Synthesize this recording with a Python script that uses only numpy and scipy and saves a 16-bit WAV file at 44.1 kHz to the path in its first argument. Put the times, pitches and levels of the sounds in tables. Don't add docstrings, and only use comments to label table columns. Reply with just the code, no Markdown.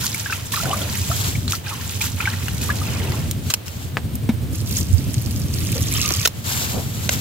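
import sys
import numpy as np
from scipy import signal
from scipy.io import wavfile
from scipy.ndimage import uniform_filter1d

SR = 44100
rng = np.random.default_rng(int(sys.argv[2]) if len(sys.argv) > 2 else 0)


def transcribe(signal):
    frames = np.atleast_2d(signal).T
    limited = np.clip(frames, -1, 1)
    pcm = np.round(limited * 32767).astype(np.int16)
    wavfile.write(sys.argv[1], SR, pcm)


N = 317690
TIME = np.arange(N) / SR
EDGE_HZ = 15800
# (frequency [Hz], relative level per Hz [dB])
POT_SPLASH_COLOUR = [(400, -17), (1200, -7.5), (3000, -6.5), (9000, -26.5)]


def amp(db):
    return 10 ** (np.asarray(db) / 20)


def unit(x):
    return x / np.sqrt(np.mean(x ** 2) + 1e-20)


def pan(db):
    return amp(np.array([[db], [-db]]) / 2)


def together(gains):
    return np.sqrt(np.sum(np.square(gains), axis=0))


def add(mix, start_s, sound):
    part = mix[:, round(start_s * SR):][:, :sound.shape[1]]
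    part += sound[:, :part.shape[1]]


def swell(start, rise, length, fall):
    age = np.maximum(TIME - start, 0)
    return (1 - np.exp(-age / rise)) * np.exp(-np.maximum(age - length, 0) / fall)


def wander(per_s):
    knots = rng.standard_normal(4000)
    return np.interp(TIME * per_s, np.arange(len(knots)), knots)


def colour(x, points):
    points_hz, points_db = np.transpose(points)
    hz = np.abs(np.fft.fftfreq(4096, 1 / SR))
    log_gain = np.log(amp(np.interp(np.log(hz + 1), np.log(points_hz), points_db)))
    response = np.exp(np.conj(signal.hilbert(log_gain)))
    taps = np.fft.ifft(response).real[:len(hz) // 2]
    return signal.oaconvolve(x, taps[None] / np.linalg.norm(taps), axes=1)[:, :x.shape[1]]


def ports(x, lag, wet):
    t = np.arange(0, .012, 1 / SR)
    echoes = rng.standard_normal((2, len(t))) * np.exp(-t / .004)
    paths = wet * echoes / np.linalg.norm(echoes, axis=1, keepdims=True)
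    paths[0, max(round(lag), 0)] += 1
    paths[1, max(-round(lag), 0)] += 1
    return signal.fftconvolve(x[None], paths, axes=1) / np.sqrt(1 + wet ** 2)


def shower(shapes, drive, per_s, spread_db):
    when, which, chance = rng.random((60000, 3))[:int(per_s * N / SR)].T
    size = amp(spread_db * np.minimum(-np.log(1 - chance), 4))
    moving = drive[(when * N).astype(int)] > drive.max() / 100
    out = np.zeros((2, N))
    for s, k, gain in zip(when[moving] * N / SR, which[moving] * len(shapes), size[moving]):
        add(out, s, gain * shapes[int(k)])
    power = np.sum(size ** 2) * np.mean(np.square(shapes)) * shapes[0].shape[1] / N
    return out / np.sqrt(power)


def grain(hz, fall):
    t = np.arange(0, .008, 1 / SR)
    noise = signal.lfilter(*signal.iirpeak(hz, 4.0, fs=SR), rng.standard_normal(len(t)))
    return unit(noise * t * np.exp(-t / fall))


def patter(drive, spectrum, per_s, spread_db, fall, hiss, clump_db, lag, wet, pan_db, count=120):
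    pitches = np.linspace(1500, EDGE_HZ, count)
    shapes = [ports(grain(hz, fall), lag + rng.normal() / 2, wet) for hz in pitches]
    direct = ports(rng.standard_normal(N), lag, 0)[:, :N]
    fine = unit(direct + 2 * wet * rng.standard_normal((2, N)))
    ticks = shower(shapes, drive, per_s, spread_db) + hiss * fine
    clumps = unit(amp(clump_db * wander(60)))
    return pan(pan_db) * drive * clumps * colour(ticks, spectrum) / np.hypot(1, hiss)


def bubble(hz, cycles, rise):
    age = np.arange(3000) / SR * hz / cycles
    turns = cycles * (age + rise * age * (age / 2 - .7))
    return (1 - np.exp(-age * 7)) * np.exp(-age) * np.sin(2 * np.pi * turns)


def froth(drive, low_hz, high_hz, per_s, spread_db, cycles, lag, count=48):
    shapes = []
    for hz in np.geomspace(low_hz, high_hz, count):
        rise = 0.035 * rng.uniform(-1.2, 1.94)
        shapes.append(ports(unit(bubble(hz, cycles, rise)), lag, 1.0))
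    return shower(shapes, drive, per_s, spread_db)


def splash(drive, spectrum, low_hz, high_hz, breaking_db, per_s, spread_db, cycles, wash, lag):
    broken = drive / (drive + amp(breaking_db))
    bubbles = broken * froth(drive, low_hz, high_hz, per_s, spread_db, cycles, lag)
    swish = wash * rng.standard_normal((2, N))
    return drive * colour(bubbles + swish, spectrum) / np.hypot(broken, wash)


def rumble():
    # (time [s], rate [per second])
    throb_rates = [(0, 10.5), (4.8, 10.5), (5, 11.1), (6, 10.9), (6.4, 10.1)]
    # (frequency [Hz], relative level per Hz [dB])
    rumble_colour = [(33, -46), (50, -19), (70, -2.5), (97, 3.5), (175, -9), (235, -11.5), (330, -20),
                     (900, -46)]
    turns = np.cumsum(np.interp(TIME, *np.transpose(throb_rates))) / SR + .45
    throb = amp(2.3 * np.cos(2 * np.pi * turns) + np.cos(4 * np.pi * turns))
    source = rng.standard_normal(N) + 0.5 * rng.standard_normal((2, N))
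    noise = unit(colour(source, rumble_colour))
    steady = noise / np.sqrt(uniform_filter1d((noise ** 2).mean(0), size=6000))
    return amp(-21.5) * unit(steady * throb) * pan(db=-0.5)


def high_tone():
    pitch_hz, pulses_per_s = 8490, 21.14
    level_db, steady_s, fade_s = -45, 4.9, 1.4
    pulses = np.sin(np.pi * pulses_per_s * TIME) ** 4
    tone = np.sin(2 * np.pi * np.cumsum(pitch_hz + 60 * wander(600)) / SR)
    fade = np.exp(-np.maximum(TIME - steady_s, 0) / fade_s)
    return amp(level_db + 2 * wander(22)) * fade * pulses * tone


def dips():
    # (time [s], depth [dB], hold [s], recovery time [s])
    dip_list = [(0.0, 9.5, 0.51, 0.41), (1.516, 10.5, 0.05, 0.68), (3.31, 2.5, 0.23, 0.051),
                (3.499, 14.5, 0.035, 0.41), (5.965, 3.5, 0.37, 0.044), (6.24, 8.5, .05, 0.78)]
    onset_s = 0.022
    return amp(-sum(depth_db * swell(s, onset_s, hold, recovery) for s, depth_db, hold, recovery in dip_list))


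def air():
    # (frequency [Hz], relative level per Hz [dB])
    air_colour = [(500, 4), (1000, -3.5), (2000, -6), (3200, -4.5), (5500, -11.5), (11500, -16.5),
                  (15000, -9.5)]
    noise = 0.33 * rng.standard_normal(N) + rng.standard_normal((2, N))
    return amp(-39.0) * unit(colour(noise, air_colour) * amp(0.35 * wander(25)))


def knocks():
    # (time [s], swing level [dB], pitch [Hz], swell time [s], fall time [s],
    # level of the dry tick [dB], left minus right of the swing [dB])
    knock_list = [(3.970, 2, 1680, 0.000041, 0.00031, -23.5, 2.5),
                  (3.9741, -6.5, 2000, 0.00014, 0.00031, -28, 7), (4.2906, -2.5, 227, 0.0016, 0.01, -21, 2),
                  (0.64, -17.5, 130, 0.011, 0.042, -60, 0), (4.923, -3, 87.4, 0.015, 0.017, -60, -19.5)]
    out, t = np.zeros((2, N)), np.arange(9000) / SR
    for s, db, hz, rise, fall, tick_db, pan_db in knock_list:
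        envelope = (1 - np.exp(-t / rise)) ** 2 * np.exp(-np.maximum(t - rise, 0) / fall)
        swing = -np.sin(2 * np.pi * hz * t) * envelope
        tick = ports(rng.standard_normal(len(t)) * np.exp(-t / 0.011), 0, 0.68)
        add(out, s, amp(db) * pan(pan_db) * swing)
        add(out, s, amp(tick_db) * colour(tick, [(450, 2.5), (2300, -4), (10000, -21.0)]))
    return out


def handle():
    # (time [s], level [dB], length of the scrape [s], fall time [s],
    # lag of the left port [samples], brightness [dB per octave])
    clacks = [(3.311, -11, 0.0008, 0.0017, 1, 7), (3.5, -13.5, 0.0023, 0.0082, 1, 1.5),
              (3.538, -4.5, 0.00086, 0.0024, 4, 2), (6.25, -6, 0.0091, 0.00093, 2, 0),
              (6.2742, -6, 0.001, 0.0011, -0.5, 1.5), (7.091, -8.5, 0.0019, 0.0018, -2, -0.5)]
    # (frequency [Hz], relative level per Hz [dB])
    metal_colour = [(150, -19), (450, 0.5), (900, -6), (1500, -2), (3000, 0), (5200, -0.5), (7200, -1),
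                    (9500, -9.5), (15000, -8.5)]
    out, t = np.zeros((2, N)), np.arange(4000) / SR
    for s, db, scrape, fall, lag, tilt_db in clacks:
        envelope = np.sqrt(np.minimum(t / scrape, 1)) * np.exp(-np.maximum(t - scrape, 0) / fall)
        chatter = rng.standard_normal(len(t)) * envelope
        metal = [(hz, band_db + tilt_db * np.log2(hz)) for hz, band_db in metal_colour]
        add(out, s, amp(db) * colour(ports(chatter, lag, 0.93), metal))
    return out


def smacks():
    # (time [s], level [dB], centre frequency [Hz])
    smack_list = [(0.146, -7, 10500), (0.325, -7, 2000), (0.954, -5.5, 2300), (1.479, -8.5, 4100),
                  (1.508, -3.5, 7200), (1.522, -4, 4500), (1.552, -7, 3020), (2.483, -10, 1700),
                  (3.12, -12, 2900), (3.681, -13.5, 3400), (4.154, -11.5, 13200), (5.142, -7.5, 5900),
                  (5.719, -4.5, 11700), (6.106, -7, 1600)]
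    out, t = np.zeros((2, N)), np.arange(2000) / SR
    for s, db, hz in smack_list:
        snap = rng.standard_normal(len(t)) * np.sqrt(t / 0.00028) * np.exp(-t / 0.00046)
        burst = ports(snap, 2, 0.98)
        add(out, s, amp(db) * colour(burst, [(hz / 8, -24), (hz, 0), (hz * 2.4, -12)]))
    return out


def plops():
    # (time [s], pitch [Hz], level [dB])
    bubbles = [(.145, 2270, -16), (0.259, 1620, -14), (.298, 1500, -15), (0.325, 1304, -16.5),
               (0.329, 2570, -13.5), (.537, 1110, -15.5), (0.538, 1800, -15.5), (0.6, 1334, -20),
               (0.654, 1455, -17.5), (.705, 780, -18), (0.713, 2980, -13), (0.73, 1154, -12.5),
               (.817, 3300, -13), (1.1, 669, -19), (1.114, 1303, -13), (1.353, 2280, -18.5),
               (1.48, 4100, -11), (1.533, 1323, -11.5), (1.668, 1580, -21), (2.012, 2410, -11),
               (2.202, 1360, -13.5), (2.205, 2460, -10.5), (2.255, 2260, -10.5), (2.274, 1560, -7.5),
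               (2.336, 1866, -21), (2.482, 2800, -16.5), (2.691, 1176, -12.5), (2.702, 1680, -9),
               (2.815, 1230, -21.5), (4.769, 6670, -4), (5.95, 3100, -9.5), (6.146, 3130, -15.5)]
    splash_s, splash_db = 0.0093, -12.5
    out, t = np.zeros((2, N)), np.arange(3000) / SR
    age = t / splash_s
    for s, hz, db in bubbles:
        ring = bubble(hz, cycles=8, rise=rng.uniform(0, 0.06))
        add(out, s, amp(db) * ports(ring, 2, 0.59))
        spray = unit(signal.lfilter(*signal.iirpeak(hz, 2, fs=SR), rng.standard_normal((2, len(t)))))
        add(out, s, amp(db + splash_db) * spray * np.sqrt(age) * np.exp(-age))
    return out


def gurgles():
    # (time [s], length [s], first pitch [Hz], last pitch [Hz], level [dB])
    gurgle_list = [(0.561, 0.039, 1450, 844, -29.5), (0.628, 0.29, 666, 571, -36),
                   (0.675, 0.13, 1068, 1020, -39), (1.709, 0.047, 1278, 967, -33),
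                   (2.982, 0.3, 402.2, 300, -37.5), (5.754, 0.052, 498, 545, -33.5),
                   (6.019, 0.15, 1252, 1152, -38.5)]
    width_hz = 45
    out = np.zeros((2, N))
    for s, length, first_hz, last_hz, db in gurgle_list:
        u = np.linspace(0, 1, round(length * SR))
        noise = [1, 1j] @ rng.standard_normal((2, SR))
        churn = signal.lfilter([1], [1, -np.exp(-np.pi * width_hz / SR)], noise)[-len(u):]
        turns = np.cumsum(first_hz + (last_hz - first_hz) * u) / SR
        ring = (churn * np.exp(2j * np.pi * turns)).real
        add(out, s, amp(db) * ports(unit(ring * np.sin(np.pi * np.sqrt(u))), 2, 0.51))
    return out


def slosh():
    # (time of the crest [s], level [dB], half length [s])
    surges = [(0.673, -42, 0.033), (0.813, -47, 0.065), (2.76, -49, 0.15), (3.09, -47.5, 0.13),
              (6.111, -36, 0.0059), (6.772, -38, 0.032)]
    # (frequency [Hz], relative level per Hz [dB])
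    slosh_colour = [(170, 6), (330, 2.5), (620, 4), (1000, -4), (3500, -29)]
    surge = sum(amp(db) * np.exp(-((TIME - s) / half) ** 2 / 2) for s, db, half in surges)
    pockets = froth(surge, 180.0, 1404, per_s=2500, spread_db=0.82, cycles=2.55, lag=0)
    return surge * colour(pockets, slosh_colour)


def pouring():
    # (start [s], rise time [s], length [s], patter level [dB])
    gushes = [(4.524, 0.014, 0.026, -31), (4.641, 0.083, 0.15, -25.5)]
    # (time [s], patter level [dB])
    stream_levels = [(4.9, -39.5), (5.104, -37.5), (5.47, -40), (5.582, -33), (5.9, -30), (5.96, -25),
                     (6.24, -27.5)]
    # (frequency [Hz], relative level per Hz [dB])
    draining_colour = [(700, -41), (2000, -17), (3200, 0.5), (5000, 7.5), (7000, 8), (9200, -1),
                       (12000, 7.5), (15000, 1)]
    ground_colour = [(500, -7.5), (780, -14), (1160, -11.5), (1550, -17.5), (2150, -8.5), (3150, -4.5),
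                     (3900, -8.5), (9000, -11.5)]
    gush_fall_s, stream_fall_s = 0.061, 0.033
    gush_splash_db, stream_splash_db = -8, -3
    gush = together([amp(db) * swell(s, rise, length, gush_fall_s) for s, rise, length, db in gushes])
    s, flow_db = np.transpose(stream_levels)
    running = np.exp(-abs(TIME - np.clip(TIME, s[0], s[-1])) / stream_fall_s)
    stream = running * amp(np.interp(TIME, s, flow_db))
    drops = together([gush, stream])
    water = together([amp(gush_splash_db) * gush, amp(stream_splash_db) * stream])
    draining = patter(drops, draining_colour, per_s=550, spread_db=4.2, fall=0.0004, hiss=0.45,
                      clump_db=1.0, lag=4.8, wet=0.5, pan_db=-3.0)
    trickle = splash(water, ground_colour, low_hz=1094, high_hz=5430, breaking_db=-32.5, per_s=1200,
                     spread_db=3.5, cycles=4.1, wash=0.57, lag=3)
    return draining + trickle


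def sliding():
    # (start [s], rise time [s], length [s], fall time [s], rasp level [dB])
    slides = [(1.015, 0.17, 0.26, 0.063, -22.5), (3.09, 0.051, 0.2, 0.057, -42),
              (3.419, 0.089, 0.091, 0.031, -29), (3.655, 0.01, 0.033, 0.012, -33.5),
              (3.693, 0.038, 0.14, 0.05, -37.5), (6.323, 0.018, 0.095, .03, -40.5),
              (6.436, 0.02, 0.19, 0.18, -23.5), (6.897, 0.062, 0.18, 0.041, -31.5),
              (7.099, 0.017, 0.04, 0.072, -23.5)]
    # (frequency [Hz], relative level per Hz [dB])
    sliding_colour = [(700, 0), (2000, -11), (3000, -1.5), (4500, -1), (5800, -1.5), (7200, 1),
                      (9200, -7.5), (12000, -2), (15000, -5)]
    splash_db = -13.5
    rasp = together([amp(db) * swell(s, rise, length, fall) for s, rise, length, fall, db in slides])
    grains = patter(rasp, sliding_colour, per_s=3000, spread_db=-2.0, fall=0.00023, hiss=0.99,
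                    clump_db=2.0, lag=-11, wet=0.81, pan_db=2.5)
    backwash = splash(amp(splash_db) * rasp, POT_SPLASH_COLOUR, low_hz=710, high_hz=4080, breaking_db=-65,
                      per_s=1500, spread_db=2.0, cycles=2.2, wash=0.97, lag=-13.5)
    return grains + backwash


def stirring():
    # (start [s], rasp level [dB], fall time [s])
    plunges = [(0.0, -24.5, 0.045), (0.518, -23.5, 0.074), (1.494, -27, 0.034), (2.006, -23.5, 0.029),
               (2.61, -27.5, 0.17)]
    # (start [s], length [s], rasp level [dB], splash level [dB])
    sweeps = [(0.01, 0.2, -31, -40.5), (0.25, 0.084, -32, -38.5), (0.58, 0.33, -30.5, -37.5),
              (0.904, 0.25, -29, -45.5), (1.634, 0.056, -33, -36.5), (1.775, 0.32, -34, -45),
              (2.164, 0.12, -32, -35), (2.378, 0.5, -35.5, -44.5), (2.817, 0.31, -36, -37)]
    # (frequency [Hz], relative level per Hz [dB])
    rubbed_colour = [(700, -8.5), (2000, -3.5), (3200, 3.5), (5000, 3), (7200, 5), (9200, -1.5),
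                     (12000, 1.5), (15000, -1.5)]
    plunge_rise_s, plunge_length_s = 0.0021, 0.049
    plunge_splash_db = -13.5
    sweep_rise_s, rasp_fall_s, water_fall_s = 0.018, 0.22, 0.17
    dig = together([amp(db) * swell(s, plunge_rise_s, plunge_length_s, fall) for s, db, fall in plunges])
    rasp = together([amp(db) * swell(s, sweep_rise_s, length, rasp_fall_s) for s, length, db, _ in sweeps])
    wake = together([amp(db) * swell(s, sweep_rise_s, length, water_fall_s) for s, length, _, db in sweeps])
    hand = together([dig, rasp])
    water = together([amp(plunge_splash_db) * dig, wake])
    rubbed = patter(hand, rubbed_colour, per_s=1600, spread_db=4.5, fall=0.00035, hiss=0.9,
                    clump_db=1.7, lag=2.2, wet=0.9, pan_db=-0.5)
    swirl = splash(water, POT_SPLASH_COLOUR, low_hz=754, high_hz=4170, breaking_db=-34.5, per_s=800,
                   spread_db=2.6, cycles=6.5, wash=0.72, lag=2)
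    return rubbed + swirl


def scene():
    background = dips() * (rumble() + high_tone()) + air()
    metal = knocks() + handle()
    water = smacks() + plops() + gurgles() + slosh()
    return background + metal + water + pouring() + sliding() + stirring()


def record(dry):
    low = signal.oaconvolve(dry, signal.firwin(21, 7000, fs=SR)[None], "same", axes=1)
    treble = dry - low
    heard = dry + (pan(db=-2.5) - 1) * treble
    edge = signal.firwin(301, EDGE_HZ, window=("kaiser", 9), fs=SR)
    return signal.oaconvolve(np.clip(heard, -1, 1), edge[None], "same", axes=1)


dry = scene()
out = record(dry)
transcribe(out)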